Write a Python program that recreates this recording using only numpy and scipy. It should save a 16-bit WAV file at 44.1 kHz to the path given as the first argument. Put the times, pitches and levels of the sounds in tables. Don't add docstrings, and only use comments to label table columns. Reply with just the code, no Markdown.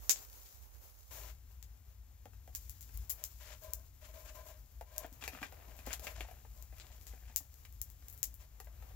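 import sys
import numpy as np
from scipy import signal
from scipy.fft import rfft, irfft
from scipy.io import wavfile

SR = 44100
rng = np.random.default_rng(int(sys.argv[2]) if len(sys.argv) > 2 else 0)


def master_out(mix):
    frames = np.transpose(np.atleast_2d(mix))
    ceiling = np.clip(frames, -1, 1)
    pcm = np.round(ceiling * 32767).astype(np.int16)
    wavfile.write(sys.argv[1], SR, pcm)


N = 394694

MOVE_S = 1.108
PLATE_PAN_DB = 4

# mode_hz, level_db, t60_s
PAN_MODES = [(622, 0, .075), (690, -10, .04), (1020, -8, .07), (1585, -11, .06), (2350, -15, .05),
             (2790, -15, .055), (3600, -19, .03), (7420, -16, .025)]
# mode_hz, level_db, t60_s
PLATE_MODES = [(466, -5, .02), (600, -4, .02), (738, -1, .025), (860, -4, .016), (1250, -3, .01),
               (1600, -4, .014), (1820, -4, .016), (2030, -5, .016), (2420, -1, .016), (2750, -2, .011),
               (3200, -3, .009), (3800, -5, .007), (4600, -6, .006)]


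def amp(db):
    return 10 ** (np.asarray(db) / 20)


def rms_one(x):
    return x / np.sqrt(np.mean(x ** 2) + 1e-20)


def peak_one(x):
    return x / np.abs(x).max()


def in_time(rows):
    knot_s, *columns = np.transpose(rows)
    return [np.interp(np.arange(N) / SR, knot_s, column) for column in columns]


def sides(pan_db):
    return amp(np.array([pan_db / 2, -pan_db / 2]))


def coloured(spectrum):
    hz, level_db = np.transpose(spectrum)
    grid_hz = np.maximum(np.arange(N // 2 + 1) * SR / N, 1)
    gain = amp(np.interp(np.log(grid_hz), np.log(hz), level_db))
    white = rng.standard_normal((2, N))
    return rms_one(irfft(rfft(white) * gain, N))


def drift(knots_per_s):
    knots = int(N / SR * knots_per_s) + 2
    return np.interp(np.linspace(0, knots - 1, N), np.arange(knots), rng.standard_normal(knots))


def ring(x, hz, t60_s):
    r, w = amp(-60 / (t60_s * SR)), 2 * np.pi * hz / SR
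    return signal.lfilter([0, np.sin(w)], [1, -2 * r * np.cos(w), r * r], x + 1e-18)


def band(x, low_hz, high_hz):
    return signal.sosfilt(signal.butter(2, [low_hz, high_hz], "band", fs=SR, output="sos"), x)


def add(out, start_s, sound):
    at = int(round(start_s * SR))
    out[:, at:at + sound.shape[1]] += sound[:, :N - at]


def scatter(length, crest_s, t60_s, grain_db=1.5):
    t = np.arange(length) / SR
    lumps = np.repeat(rng.standard_normal((2, length // 24 + 1)), 24, axis=1)[:, :length]
    swell = .25 + .75 * (1 - np.exp(-(t / crest_s) ** 2))
    return swell * (t > .001) * amp(-60 * t / t60_s + grain_db * lumps)


def shield(s):
    shadow_db = -23
    return np.array([np.where(s < MOVE_S, amp(shadow_db), 1.), np.ones_like(s)])


def roar():
    # time_s, level_db
    roar_curve = [(0.0, -49), (0.4, -55), (0.6, -49), (0.95, -54.5), (1.1, -53.5), (1.3, -53.5), (2.0, -55),
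                  (2.9, -51), (2.99, -44.5), (3.09, -53), (4.76, -53.5), (4.86, -58.5), (5.0, -54),
                  (5.88, -51), (7.23, -52), (7.5, -55.5), (7.73, -52), (8.3, -51.5), (8.6, -55),
                  (8.95, -49.5)]
    # freq_hz, density_db_per_hz
    roar_spectrum = [(15, -40), (30, -24), (42, -14), (57, 0), (70, -9), (82, -14), (93, -13), (106, -23),
                     (130, -24), (170, -37), (250, -37), (400, -50)]
    shared, own = coloured(roar_spectrum)
    own = band(own, 110, 400) * amp(-6.0)
    both = np.array([shared + own, shared - own]) * sides(4.1)[:, None]
    return amp(in_time(roar_curve)[0]) * both * shield(np.arange(N) / SR)


def hiss():
    # time_s, level_db, lift_below_3500_hz_db
    hiss_curve = [(0.0, -61, 2), (0.17, -53.5, 2), (0.52, -57.5, -1.5), (0.68, -64, 3), (0.9, -59.5, 2),
                  (1.1, -62, -0.5), (1.35, -68.5, 4.5), (2.2, -74.5, 5.5), (2.52, -71.5, 3.5),
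                  (2.62, -61.5, -6), (3.2, -63.5, 5), (3.35, -63, -3), (3.9, -69, 3.5), (4.7, -69.5, 3),
                  (5.6, -65.5, 9.5), (6.3, -67.5, 3.5), (7.3, -66, 0), (8.0, -69, 2.5), (8.12, -66.5, 6),
                  (8.47, -73, 5), (8.95, -67.5, 10)]
    # freq_hz, density_db_per_hz
    hiss_spectrum = [(150, -4.5), (400, 8), (800, 8), (1600, 2), (3300, -0.5), (6000, 5), (11000, 0.5),
                     (16000, 8)]
    pan_before_db, pan_after_db = 1.5, 5.5
    level_db, lift_db = in_time(hiss_curve)
    level_db = level_db + sum(shape * rise_db for shape, (_, _, rise_db) in slide_shapes())
    pan_db = np.where(np.arange(N) / SR < MOVE_S, pan_before_db, pan_after_db)
    crackle_gain = amp(13 + 3.5 * rng.exponential(1, N).clip(0, 3))
    crackles = (rng.random(N) < 140 / SR) * crackle_gain
    noise = coloured(hiss_spectrum) * amp(2.4 * drift(25))
    lift = (amp(lift_db) - 1) * band(noise, 100, 3500)
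    return amp(level_db) * sides(pan_db) * (noise + lift + band(crackles, 3400, 16000))


def pops():
    # start_s, treble_peak_db, body_minus_treble_db, echo_minus_pop_db, pan_left_minus_right_db
    pop_table = [(0.095, -11.5, 4, -23, -10), (0.1598, -50, 19.5, -30.5, 4), (0.4572, -55, 8, -21, 2),
                 (1.6274, -47.5, -1, -19, 24), (2.5505, -22.5, -5, -25.5, -8.5),
                 (2.696, -32, -9, -23.5, 12.5), (2.809, -41.5, -7.5, -18, 17),
                 (2.8276, -43.5, -4.5, -19, 13), (2.943, -46, -19, -17, 18), (2.9743, -34.5, -14, -28, 17),
                 (3.0959, -35, -11.5, -3.5, 27), (3.102, -32, -4.5, -28, 11),
                 (3.2396, -26, -4.5, -23, 14.5), (3.6366, -50, -6.5, -10.5, 26),
                 (3.7353, -19.5, -8.5, -32, 8.5), (4.9812, -21, -7.5, -30, 9.5),
                 (5.0648, -44, -14, -37, 15), (5.1276, -46, -5.5, -19, 12), (5.7665, -48.5, -10, -16, 16.5),
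                 (5.865, -39.5, -9, -19, 20), (5.9309, -37.5, 5.5, -25, 20.5), (6.036, -46.5, -2, -9.5, 14),
                 (6.625, -40.5, -8.5, -27, 18), (6.7995, -63, 21, -21.5, 6), (6.868, -69.5, 19.5, -31, 5),
                 (6.918, -67, 12.5, -17, 1), (7.0687, -46.5, -1.5, -13.5, 20), (7.3612, -22, -6, -19, 23.5),
                 (7.5418, -48.5, -6, -31, 18), (7.7255, -45, -11, -23, 13), (7.8159, -23, -10, -27, 12),
                 (7.9013, -43.5, -10, -23, 15), (8.084, -32, -9, -28.5, 2), (8.0998, -38, -12, -24, 13),
                 (8.127, -42, -18, -17, 13), (8.177, -42.5, -10.5, -20, 13), (8.2302, -21, -4.5, -22, 18),
                 (8.342, -38, -15, -23.5, 10), (8.409, -53, -2, -19, 9), (8.646, -48, -10, -21, 12)]
    mids_at_0_db, mids_per_fainter_db, mids_per_body_db = -15, 0.23, .2
    echo_pan_db = 3.5
    out, length = np.zeros((2, N)), 11000
    click = np.eye(1, 200)[0]
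    treble = peak_one(band(band(click, 9500, 19000), 9500, 19000))
    body = peak_one(band(band(click, 5000, 8400), 5000, 8400))
    mids = peak_one(band(click, 1500, 4790)) + amp(-8.0) * peak_one(band(click, 316, 2200))
    for start_s, peak_db, body_db, echo_db, pan_db in pop_table:
        mids_db = mids_at_0_db - mids_per_fainter_db * peak_db + mids_per_body_db * body_db
        pop = amp(peak_db) * (treble + amp(body_db) * (body + amp(mids_db) * mids))
        near = amp(3) * scatter(length, crest_s=.008, t60_s=.1, grain_db=2.5)
        far = amp(-22.5) * scatter(length, crest_s=0.039, t60_s=0.34)
        returns = amp(echo_db) * rng.standard_normal((2, length)) * (near + far)
        echo = signal.fftconvolve(returns, pop[None])
        add(out, start_s, sides(echo_pan_db)[:, None] * echo)
        direct_gains = sides(pan_db) * shield(np.float64(start_s))
        add(out, start_s, direct_gains[:, None] * pop)
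    return out


def slide_shapes():
    # start_s, hold_s, ring_db, friction_minus_ring_db, fat_hiss_rise_db
    slide_table = [(1.1, 0.16, -59.5, 0, 10), (3.172, 0.049, -64, -3, 5), (3.394, 0.12, -59, 2.5, 3.5),
                   (3.61, .09, -53.5, -15, 6.5), (3.745, 0.031, -62.5, -31, 1),
                   (4.004, 0.075, -61, -5.5, 7), (4.127, 0.07, -55, -11.5, 10),
                   (4.241, 0.058, -57.5, -5.5, 9), (4.34, 0.057, -51.5, -14.5, 9.5),
                   (4.452, 0.064, -56.5, -8.5, 5.5), (4.853, 0.097, -61, -9.5, 3.5),
                   (4.966, 0.073, -49, -13, 1), (5.201, 0.04, -70, 15.5, 2), (5.31, 0.053, -70.5, 10, 6),
                   (5.404, 0.017, -62.5, 11, 3), (5.668, 0.25, -63.5, -3.5, -0.5),
                   (5.851, 0.068, -64, 10, 7), (6.009, 0.088, -54.5, -6.5, 10),
                   (6.145, 0.058, -59, 3.5, -1), (6.264, 0.037, -68, -3, 3), (6.553, 0.045, -66, -18, 4.5),
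                   (6.75, 0.19, -71.5, 1, 0.5), (7.055, 0.076, -74, 6.5, 1), (7.267, 0.02, -74.5, 8.5, -2),
                   (8.388, 0.015, -69, 3, 7.5)]
    attack_s, release_s = 0.014, 0.083
    t = np.arange(N) / SR
    for start_s, hold_s, *levels_db in slide_table:
        corners_s = np.cumsum([0, attack_s, hold_s, release_s])
        yield np.interp(t - start_s, corners_s, [0, 1, 1, 0]), levels_db


def slides():
    soft_db_per_octave = 6
    grain_gain = amp(3 * rng.exponential(1, N).clip(0, 4))
    grains = rng.standard_normal(N) * grain_gain * (rng.random(N) < 3000 / SR)
    grains = grains * amp(1.7 * drift(40))
    lowest_hz, metal = PAN_MODES[0][0], 0
    for k, (hz, db, t60_s) in enumerate(PAN_MODES):
        mode_db = db - soft_db_per_octave * np.log2(hz / lowest_hz)
        metal = metal + amp(mode_db) * ring(grains, hz, t60_s) * (-1) ** k
    metal = rms_one(metal)
    rub_noise = rng.standard_normal((2, N)) * amp(4.5 * drift(33))
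    friction = band(rms_one(grains) * 1.2 + rub_noise, 500, 7900)
    friction = friction + amp(-3.5) * band(friction, 810, 3340)
    ringing, rubbing = sum(shape ** 2 * amp([[ring_db], [ring_db + rub_db]])
                           for shape, (ring_db, rub_db, _) in slide_shapes())
    return sides(8.6)[:, None] * (ringing * band(metal, 810, 13000) + rubbing * rms_one(friction))


def knocks():
    # start_s, peak_db, brightest_hz, treble_minus_peak_db, thump_minus_peak_db
    knock_table = [(2.2559, -47.5, 427, 4, -8), (2.3339, -54.5, 1470, 5, -16), (2.4763, -49.5, 585, 6, -13),
                   (2.8923, -56, 1550, -5, -9), (3.4867, -57, 623, -11, -29), (3.5066, -53, 670, -8, -30),
                   (3.6944, -55, 645, -11, -29), (4.2945, -58, 630, 0, -28), (4.3531, -66, 630, -3, -29),
                   (4.3957, -55, 610, -13, -38), (4.4865, -56, 616, 18.5, -29),
                   (4.8108, -38.5, 470, -0.5, -21), (4.9629, -52.5, 1590, 15, -21),
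                   (5.0145, -50, 620, -14, -29), (5.0452, -39.5, 670, -10, -10), (5.1213, -60.5, 650, 5, 8),
                   (5.2242, -35.5, 2650, -10, -22), (5.2393, -35.5, 2500, 5.5, -21),
                   (5.2781, -29.5, 2520, 4, -35), (5.3336, -43.5, 1640, -12, -9),
                   (5.3491, -40.5, 1090, -16, -12), (5.3732, -44, 1600, -11, -24),
                   (5.3881, -40.5, 1900, -9, -29), (5.4176, -41, 750, -17, -1.5),
                   (5.4288, -30.5, 1770, -7, -23.5), (5.4585, -42, 2410, -15, -19),
                   (5.5242, -43, 800, 2, -25), (5.5992, -56.5, 830, -6, -14), (5.6852, -53, 720, -11, -3.5),
                   (5.7905, -44, 2020, 4, -19), (5.8727, -35.5, 593, -5, -12),
                   (5.9065, -34.5, 1820, -11, -23), (5.9358, -38, 1840, 16, -23),
                   (5.9956, -48, 623, 15.5, -25), (6.046, -43, 683, -3, -22), (6.0695, -31, 2500, -1, -31),
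                   (6.1804, -44.5, 740, -5, -22), (6.2074, -28.5, 2350, -5, -31),
                   (6.2495, -44.5, 740, -14, -26), (6.2858, -46, 800, -15, -26),
                   (6.3121, -46.5, 583, 5, -22.5), (6.3679, -55.5, 740, -11, -25),
                   (6.45, -48.5, 880, -15, -16), (6.7249, -54.5, 650, -13, -9.5),
                   (6.7836, -53.5, 2670, 13, -25), (6.8443, -52, 830, -11, -24), (6.9034, -58, 710, -5, -9),
                   (7.0124, -64.5, 1570, 23, -2), (7.0662, -56, 730, 4, -18),
                   (7.1362, -46.5, 760, -14, -18), (7.2977, -54, 834, -6, -10),
                   (7.4051, -53.5, 740, -6, -7.5), (7.6513, -46, 3000, 5.5, -33),
                   (8.0244, -55, 2010, 1, -19), (8.6014, -43.5, 880, 9.5, -38),
                   (8.6709, -49, 755, -20, -23), (8.8241, -51, 860, 2, -33), (8.9084, -54.5, 590, -13, -23)]
    pan_ring_db = -25.5
    out, length = np.zeros((2, N)), 7000
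    t = np.arange(length) / SR
    for start_s, peak_db, brightest_hz, treble_db, thump_db in knock_table:
        contacts = rng.random(length) < .03
        tumble = rng.standard_normal(length) * contacts * amp(-12 - 60 * t / .06)
        tumble[0] = 1
        odds_db = rng.normal(0, 1.8, len(PLATE_MODES))
        signs = rng.choice([-1, 1], len(PLATE_MODES))
        plate = 0
        for (hz, db, t60_s), odd_db, sign in zip(PLATE_MODES, odds_db, signs):
            mode_db = db + odd_db - 6.2 * abs(np.log2(hz / brightest_hz))
            plate = plate + amp(mode_db) * ring(tumble, hz, t60_s) * sign
        metal = sum(amp(db) * ring(tumble, hz, t60_s) for hz, db, t60_s in PAN_MODES)
        tick = amp(treble_db) * peak_one(band(tumble, 3000, 15000))
        flex = ring(tumble, 265, 0.038) + band(tumble, 250, 310) * 12
        thump = amp(thump_db) * peak_one(flex)
        direct = amp(peak_db) * (thump + peak_one(plate) + amp(pan_ring_db) * peak_one(metal) + tick)
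        returns = amp(-27.5) * rng.standard_normal((2, 4000)) * scatter(4000, crest_s=0.0012, t60_s=0.11)
        echo = signal.fftconvolve(returns, direct[None])[:, :length]
        add(out, start_s, sides(PLATE_PAN_DB)[:, None] * (direct + echo))
    return out


def crumbs():
    # time_s, level_db
    crumb_curve = [(4.75, -89), (5.25, -70.5), (6.3, -68.5), (6.6, -80.5), (7.3, -71.5), (7.6, -90),
                   (8.3, -92), (8.95, -79)]
    crumbs_per_s = 150
    falls = (rng.random(N) < crumbs_per_s / SR) * amp(3.2 * rng.exponential(1, N).clip(0, 3))
    at, out = np.flatnonzero(falls), 0
    for hz, db, t60_s in PLATE_MODES:
        clicks = np.zeros(N)
        clicks[at] = falls[at] * rng.standard_normal(len(at))
        out = out + amp(db) * ring(clicks, hz, t60_s)
    return sides(PLATE_PAN_DB)[:, None] * amp(in_time(crumb_curve)[0]) * rms_one(out)


def scene():
    steady_top_hz = 15700
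    steady = roar() + hiss() + slides()
    steady = signal.sosfilt(signal.ellip(10, .5, 45, steady_top_hz, fs=SR, output="sos"), steady)
    return steady + pops() + knocks() + crumbs()


def port(x, peaks):
    for hz, width_hz, gain_db in peaks:
        w, a = 2 * np.pi * hz / SR, amp(gain_db / 2)
        spread, middle = np.pi * width_hz / SR, -2 * np.cos(w)
        x = signal.lfilter([1 + spread * a, middle, 1 - spread * a],
                           [1 + spread / a, middle, 1 - spread / a], x)
    return x


def record(dry):
    # centre_hz, width_hz, gain_db
    left_peaks = [(7420, 2100, 11), (8300, 2400, -14), (12870, 5730, 7.5)]
    # centre_hz, width_hz, gain_db
    right_peaks = [(6600, 2100, 11), (7700, 6200, -16), (11690, 8000, 9), (17100, 1000, -23.5)]
    right_lag_samples, cutoff_hz = 2, 16600
    left = port(dry[0], left_peaks)
    right = port(np.roll(dry[1], right_lag_samples), right_peaks)
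    top_cut = signal.ellip(10, .5, 75, cutoff_hz, fs=SR, output="sos")
    return signal.sosfilt(top_cut, np.array([left, right]))


dry = scene()
out = record(dry)
master_out(out)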